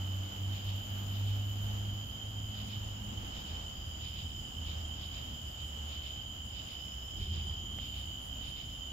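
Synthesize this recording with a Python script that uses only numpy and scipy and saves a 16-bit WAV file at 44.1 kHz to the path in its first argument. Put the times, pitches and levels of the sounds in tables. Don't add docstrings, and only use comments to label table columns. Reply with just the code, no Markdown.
import sys
import numpy as np
from scipy import signal
from scipy.fft import rfft, irfft, next_fast_len
from scipy.io import wavfile

SR = 44100
rng = np.random.default_rng(int(sys.argv[2]) if len(sys.argv) > 2 else 0)


def waveform_to_disk(signal):
    frames = np.transpose(np.atleast_2d(signal))
    scaled = np.clip(frames, -1, 1) * 32767
    samples = np.round(scaled).astype(np.int16)
    wavfile.write(sys.argv[1], SR, samples)


N = 393372
TIME = np.arange(N) / SR
SIZE = next_fast_len(N, True)
HZ = np.fft.rfftfreq(SIZE, 1 / SR)


def gain_of(db):
    return 10 ** (np.asarray(db) / 20)


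def evened(x):
    return x / np.sqrt(np.mean(x ** 2) + 1e-20)


def read(points):
    hz, value = np.transpose(points)
    return np.interp(np.log(HZ + 1), np.log(hz + 1), value)


def follow(rows):
    return np.interp(TIME, *np.transpose(rows))


def bell(s, half_width_s):
    return np.exp(-.5 * ((TIME - s) / half_width_s) ** 2)


def drift(per_s):
    t = np.linspace(0, N / SR, 900)
    rates = per_s * np.geomspace(1 / 20, 1, 20)[:, None]
    waves = np.sin(2 * np.pi * (rates * t + rng.random((20, 1))))
    return np.interp(TIME, t, evened((waves / rates ** (1 / 4)).sum(0)))


# frequency in Hz, likeness from -1 (opposite) through 0 (unrelated) to 1 (the same).
PORT_LIKENESS = [(60, .98), (150, 1), (230, 0.99), (330, 0.53), (500, -0.25), (1170, -0.39), (1800, -0.31),
                 (2700, -0.024)]


def noise(colour_db):
    a, b = rng.standard_normal((2, len(HZ))) + 1j * rng.standard_normal((2, len(HZ)))
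    same = np.clip(read(PORT_LIKENESS), -1, 1)
    ports = np.array([a, same * a + np.sqrt(1 - same ** 2) * b])
    return evened(irfft(ports * gain_of(colour_db), SIZE)[:, :N])


def wing(hz, width_hz):
    return -20 * np.log10(1 + ((HZ - hz) / (width_hz / 2)) ** 2 / 2)


def trees(x, t60=0.5):
    t = TIME[:SR // 2]
    tail = rng.standard_normal((2, len(t))) * gain_of(-60 * t / t60)
    return evened(irfft(rfft(x, SIZE) * rfft(tail, SIZE), SIZE)[:, :N])


def from_right(x, count=15):
    left, right = x * np.ones((2, 1))
    return np.array([np.pad(left, (count, 0))[:N], right])


def trill(rows, lean_db, haste=0.0038, flutter_db=0.5, duty=0.73):
    out = np.zeros((2, N))
    for hz, rate, fall_hz, db, scattered, wander_hz in rows:
        strokes = np.cumsum(rate * (1 + haste * drift(2))) / SR + rng.random()
        closing = np.minimum(strokes % 1 / duty, 1)
        pitch = hz + wander_hz * drift(7) + fall_hz * (closing.mean() - closing)
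        tone = np.sin(2 * np.pi * np.cumsum(pitch) / SR)
        song = evened(np.sin(np.pi * closing) * tone) * gain_of(flutter_db * drift(10))
        direct = from_right(song, count=12) * gain_of([[lean_db], [-lean_db]])
        scattered = np.clip(scattered, 0, 1)
        out += gain_of(db) * (np.sqrt(1 - scattered) * direct + np.sqrt(scattered) * trees(song))
    return out


# wing tone in Hz, wing strokes per second, fall of the tone in a stroke in Hz,
# level in dB before the group's own level, share scattered by the trees 0-1, wander of the tone in Hz.
CLOSE_CRICKET = [(3062, 69.5, 120, -50.3, .05, 4)]
TREE_CHORUS = [(2960, 70, 210, -55.5, 0.74, 24), (3097, 69, 173, -56.5, 0.95, 28),
               (3034, 73, 256, -55, 0.93, 36), (2992, 63, 350, -57.5, 0.95, 45),
               (3566, 52, 190, -71.5, 0.89, 10.04)]
FIELD_CHORUS = [(5030, 64, 490, -70.5, 0.66, 50), (4916, 30, 560, -70, .95, 80)]
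GROUND_CHORUS = [(7010, 40.5, 230, -66, 0.85, 29), (6920, 30, 254, -66, 0.83, 45),
                 (7086, 80, 475, -66.5, 0.96, 70), (6660, 47, 450, -71, 0.9, 55)]
# time in seconds, level in dB.
CLOSE_KEENNESS = [(0, -3.5), (2.9, -3), (3.05, -20), (3.4, -3), (5.6, -5), (6.1, -0.5), (6.7, -6.5),
                  (7.5, 0.5), (8.9, -4)]
# start in seconds, end in seconds, level in dB.
SINGING_BOUTS = [(2.5, 3.0, 2), (3.3, 5.7, 2), (6.5, 7.6, 4)]


def crickets(rest_db=-1.5, bout_edge_s=0.16, throb_per_s=4.1, throb_db=1.13):
    near = trill(CLOSE_CRICKET, lean_db=2.8, duty=.66) * gain_of(follow(CLOSE_KEENNESS))
    tree_db = -2.5 + 0.5751 * TIME + 0.03 * drift(3)
    tree = trill(TREE_CHORUS, lean_db=0.0, haste=.02) * gain_of(tree_db)
    field_db = rest_db + 0.5 * drift(4)
    for start, end, db in SINGING_BOUTS:
        inside_s = np.minimum(TIME - start, end - TIME)
        field_db += (db - rest_db) * np.clip(inside_s / bout_edge_s + .5, 0, 1)
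    field = trill(FIELD_CHORUS, lean_db=-2.0, haste=.035, duty=0.78) * gain_of(field_db)
    throb = throb_db * np.sin(2 * np.pi * (throb_per_s * TIME + 0.14 * drift(1.55)))
    ground = trill(GROUND_CHORUS, lean_db=4.0, haste=.025) * gain_of(-2 + 0.32 * TIME + throb)
    return near + tree + field + ground


# frequency in Hz, level in dB.
HISS_COLOUR = [(8500, -20), (10500, -17), (11500, 2.5), (12400, 8), (13400, 6), (14050, 10), (14600, 8.5),
               (15700, -2.5)]
# time in seconds, level in dB before the overall lift.
HISS_STRENGTH = [(0, -63.5), (1.69, -63), (1.84, -66), (2.7, -65.7), (3.2, -67.5), (5.5, -69), (7.7, -68),
                 (7.85, -65.5), (8.92, -70)]


def coneheads(lift_db=2.5, flutter_db=1.0, sway_db=1.0):
    level_db = lift_db + follow(HISS_STRENGTH) + flutter_db * drift(90) + sway_db * drift(3)
    return gain_of(level_db) * noise(read(HISS_COLOUR))


# time in seconds, firing rate in Hz.
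FIRING_RATE = [(0, 95), (.5, 97.3), (1.7, 102), (2.6, 103.5), (3.15, 103), (3.45, 82), (4.5, 80.5), (7, 66)]
# time in seconds, level in dB.
FIRING_STRENGTH = [(0, -37), (.5, -35.5), (1.08, -40), (1.25, -32.5), (1.5, -37), (1.95, -38.5),
                   (3.8, -51.5), (4.6, -47), (7.1, -54.5)]
# time in seconds, half-width in seconds, change in dB.
FIRING_DROPOUTS = [(.32, 0.042, -16), (.6, .028, -9), (.85, 0.032, -11.5), (2.15, 0.084, -14.5)]
# multiple of the firing rate, level at first in dB, change in dB per second.
UPPER_TONES = [(1.5, -64.5, -0.5), (2, -57, -1.77), (2.5, -62.5, -1.23), (3.16, -61.5, -4)]
# which upper tone counted from 0, time in seconds, half-width in seconds, swell in dB.
UPPER_SWELLS = [(1, 1.05, .13, 4.5), (2, 1.37, .3, 6), (1, 1.76, 0.13, 8), (1, 2.64, .11, 12.5),
                (1, 3.1, 0.1, 10)]


def engine(fading_db=1.6, lumpy_turns=0.18, lumpy_db=3.5):
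    coasting = follow([(3.0, 0.058), (3.4, 1)])
    turns = np.cumsum(follow(FIRING_RATE)) / SR + coasting * lumpy_turns * drift(11)
    dropouts = sum(db * bell(s, half_width_s) for s, half_width_s, db in FIRING_DROPOUTS)
    firing_db = follow(FIRING_STRENGTH) + dropouts + coasting * lumpy_db * drift(13)
    drone = gain_of(firing_db) * np.sin(2 * np.pi * turns)
    for k, (multiple, first_db, db_per_s) in enumerate(UPPER_TONES):
        tone_db = first_db + db_per_s * TIME + fading_db * drift(7.2)
        for which, s, half_width_s, db in UPPER_SWELLS:
            if round(which) == k:
                tone_db += db * bell(s, half_width_s)
        drone += gain_of(tone_db) * np.sin(2 * np.pi * (multiple * turns + rng.random()))
    return np.sqrt(2) * drone


# frequency in Hz, level in dB.
RUMBLE_COLOUR = [(15, -35), (25, -18), (38, -11.5), (52, -1), (68, -2.5), (90, -4.5), (120, -8.5),
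                 (160, -18), (235, -15.5), (280, -21), (340, -22.5), (420, -44.5), (600, -52.5)]
# time in seconds, level in dB.
RUMBLE_STRENGTH = [(0, -51), (1.8, -46.5), (4.6, -45.5), (6.9, -51), (7.8, -47), (8.92, -47.5)]


def rumble(roll_db=1.06):
    return gain_of(follow(RUMBLE_STRENGTH) + roll_db * drift(10)) * noise(read(RUMBLE_COLOUR))


# frequency in Hz, level in dB.
AIR_COLOUR = [(150, 3), (400, -4), (750, 0.5), (1000, -5), (1300, -4.5), (1800, -9.5), (2400, -11.5),
              (3050, 1.5), (3500, -8), (4200, -14), (4900, -13.5), (5600, -21), (6400, -13.5), (7350, -10),
              (7650, -33.5), (10000, -30.5), (11500, -32)]


def air(start_db=-49.5, settle_db_per_s=0.4833, stir_db=1.03):
    return gain_of(start_db - settle_db_per_s * TIME + stir_db * drift(8)) * noise(read(AIR_COLOUR))


# first chirp in seconds, chirps per second, wing tone in Hz, width in Hz,
# level at the first chirp in dB, growth in dB per second.
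LISPING_PAIR = [(.07, 5.0, 9260, 332, -74, 0), (6.45, 3.9, 9860, 480, -76, 2.5)]
# middle in seconds, length in seconds, level in dB.
THIN_BUZZES = [(4.4, 0.6, -72.5), (5.66, 0.58, -72)]


def meadow_katydids(chirp_s=0.032, late_s=.008, uneven_db=1.6, buzz_hz=8030, buzz_width_hz=420):
    out = np.zeros((2, N))
    for first, rate, hz, width_hz, first_db, growth_db in LISPING_PAIR:
        chirp_number = np.maximum(np.round((TIME - first) * rate), 0)
        nearest = first + chirp_number / rate + late_s * drift(8)
        level_db = first_db + growth_db * (TIME - first) + uneven_db * drift(12)
        out += bell(nearest, chirp_s) * gain_of(level_db) * noise(wing(hz, width_hz))
    buzzes = np.zeros(N)
    for s, length, db in THIN_BUZZES:
        from_middle = 2 * (TIME - s) / length
        buzzes += gain_of(db) * np.exp(-2 * from_middle ** 4)
    return out + buzzes * noise(wing(buzz_hz, buzz_width_hz))


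# frequency in Hz, level in dB.
RASP_COLOUR = [(1500, -19.5), (2300, -4.5), (2700, 0), (3200, 2.5), (3600, 3), (3850, 0), (4100, -6.5),
               (4500, -6), (5100, -7), (5700, -19), (7500, -45), (10000, -29)]
# first rasp in seconds, number of rasps, level in dB.
RASPING_CALLS = [(.26, 1, -62), (.56, 2, -52), (1.16, 2, -53.5), (2.59, 2, -52), (3.37, 2, -52.5),
                 (4.055, 2, -51), (4.69, 1, -50.5), (5.03, 2, -52), (5.61, 1, -58), (5.93, 2, -51),
                 (6.58, 2, -52), (7.225, 2, -52), (7.84, 2, -52.5), (8.46, 2, -52)]


def katydids(gap_s=0.13, answer_s=0.12, answer_db=-10.5, teeth_per_s=240, grit=0.24, echo=0.19, echo_s=0.085):
    def rasp(s, db, rise_s=0.024, fall_s=0.032):
        return gain_of(db) ** 2 * bell(s, np.where(TIME < s, rise_s, fall_s))
    power = np.zeros(N)
    for start, count, db in RASPING_CALLS:
        times = start + gap_s * np.arange(round(count))
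        power += sum(rasp(s, db) for s in times)
        power += rasp(times[-1] + answer_s, db + answer_db)
    keep = np.exp(-1 / (echo_s * SR))
    power += echo * signal.lfilter([1 - keep], [1, -keep], power)
    teeth = np.cumsum(teeth_per_s * (1 + .2 * drift(12))) / SR
    scrape = evened(noise(read(RASP_COLOUR)) * (1 + grit * np.cos(2 * np.pi * teeth)))
    return np.sqrt(abs(power)) * scrape


# frequency in Hz, level in dB.
THUNDER_COLOUR = [(15, -41), (35, -7), (60, -9), (82, 4.5), (108, -21), (130, -8.5), (160, -28),
                  (190, -15.5), (250, -33), (310, -31), (350, -24), (430, -34), (700, -73)]


def thunder(start_s=7.08, rise_s=0.14, hold_s=0.41, peak_db=-37, sag_db_per_s=11.5, decay_db_per_s=60):
    age = np.maximum(TIME - start_s, 0)
    sag_db = sag_db_per_s * np.maximum(age - rise_s, 0)
    decay_db = decay_db_per_s * np.maximum(age - rise_s - hold_s, 0)
    rise = np.minimum(age / rise_s, 1)
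    return rise * gain_of(peak_db - sag_db - decay_db) * noise(read(THUNDER_COLOUR))


# frequency in Hz, level in dB before the tick's own level, time to fall 60 dB in seconds.
TICK_RINGS = [(750, -4, 0.0065), (1310, -4, 0.0052), (2000, -4, 0.0039), (4400, -12, .003)]


def tick(s=7.7868, level_db=-40, scatter_db=-13):
    age = np.maximum(TIME - s, 0)
    ring = sum(gain_of(db - 60 * age / t60) * np.sin(2 * np.pi * hz * age) for hz, db, t60 in TICK_RINGS)
    scatter = (age > 0) * gain_of(scatter_db - 60 * age / 0.05) * noise(wing(1400, 2500))
    return gain_of(level_db) * (scatter - ring)


def scene():
    insects = crickets() + coneheads() + meadow_katydids() + katydids()
    far_off = from_right(engine() + rumble() + thunder())
    return insects + far_off + air() + tick()


# frequency in Hz, left minus right in dB.
PORT_DIFFERENCE = [(100, -1), (330, 0), (750, -3.5), (1800, 0), (2500, -1.5), (3050, -6), (3600, -4),
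                   (4400, -3), (5000, 10), (5600, 9), (7500, 10.5), (9300, 10.5), (10400, 8.5),
                   (12300, -8.5), (14000, -8), (15500, 8)]
# frequency in Hz, gain in dB.
SHARED_NOTCH = [(7900, 0.5), (8250, -13), (8520, -47), (8800, -3), (9100, -0.5)]


def record(dry, edge_hz=15750):
    colour = gain_of(read(SHARED_NOTCH) + np.array([[.5], [-.5]]) * read(PORT_DIFFERENCE))
    coloured = irfft(rfft(dry, SIZE) * colour, SIZE)[:, :N]
    low_pass = signal.firwin(1023, edge_hz, window=("kaiser", 9), fs=SR)
    return signal.oaconvolve(coloured, low_pass[None], "same")


dry = scene()
out = record(dry)
waveform_to_disk(out)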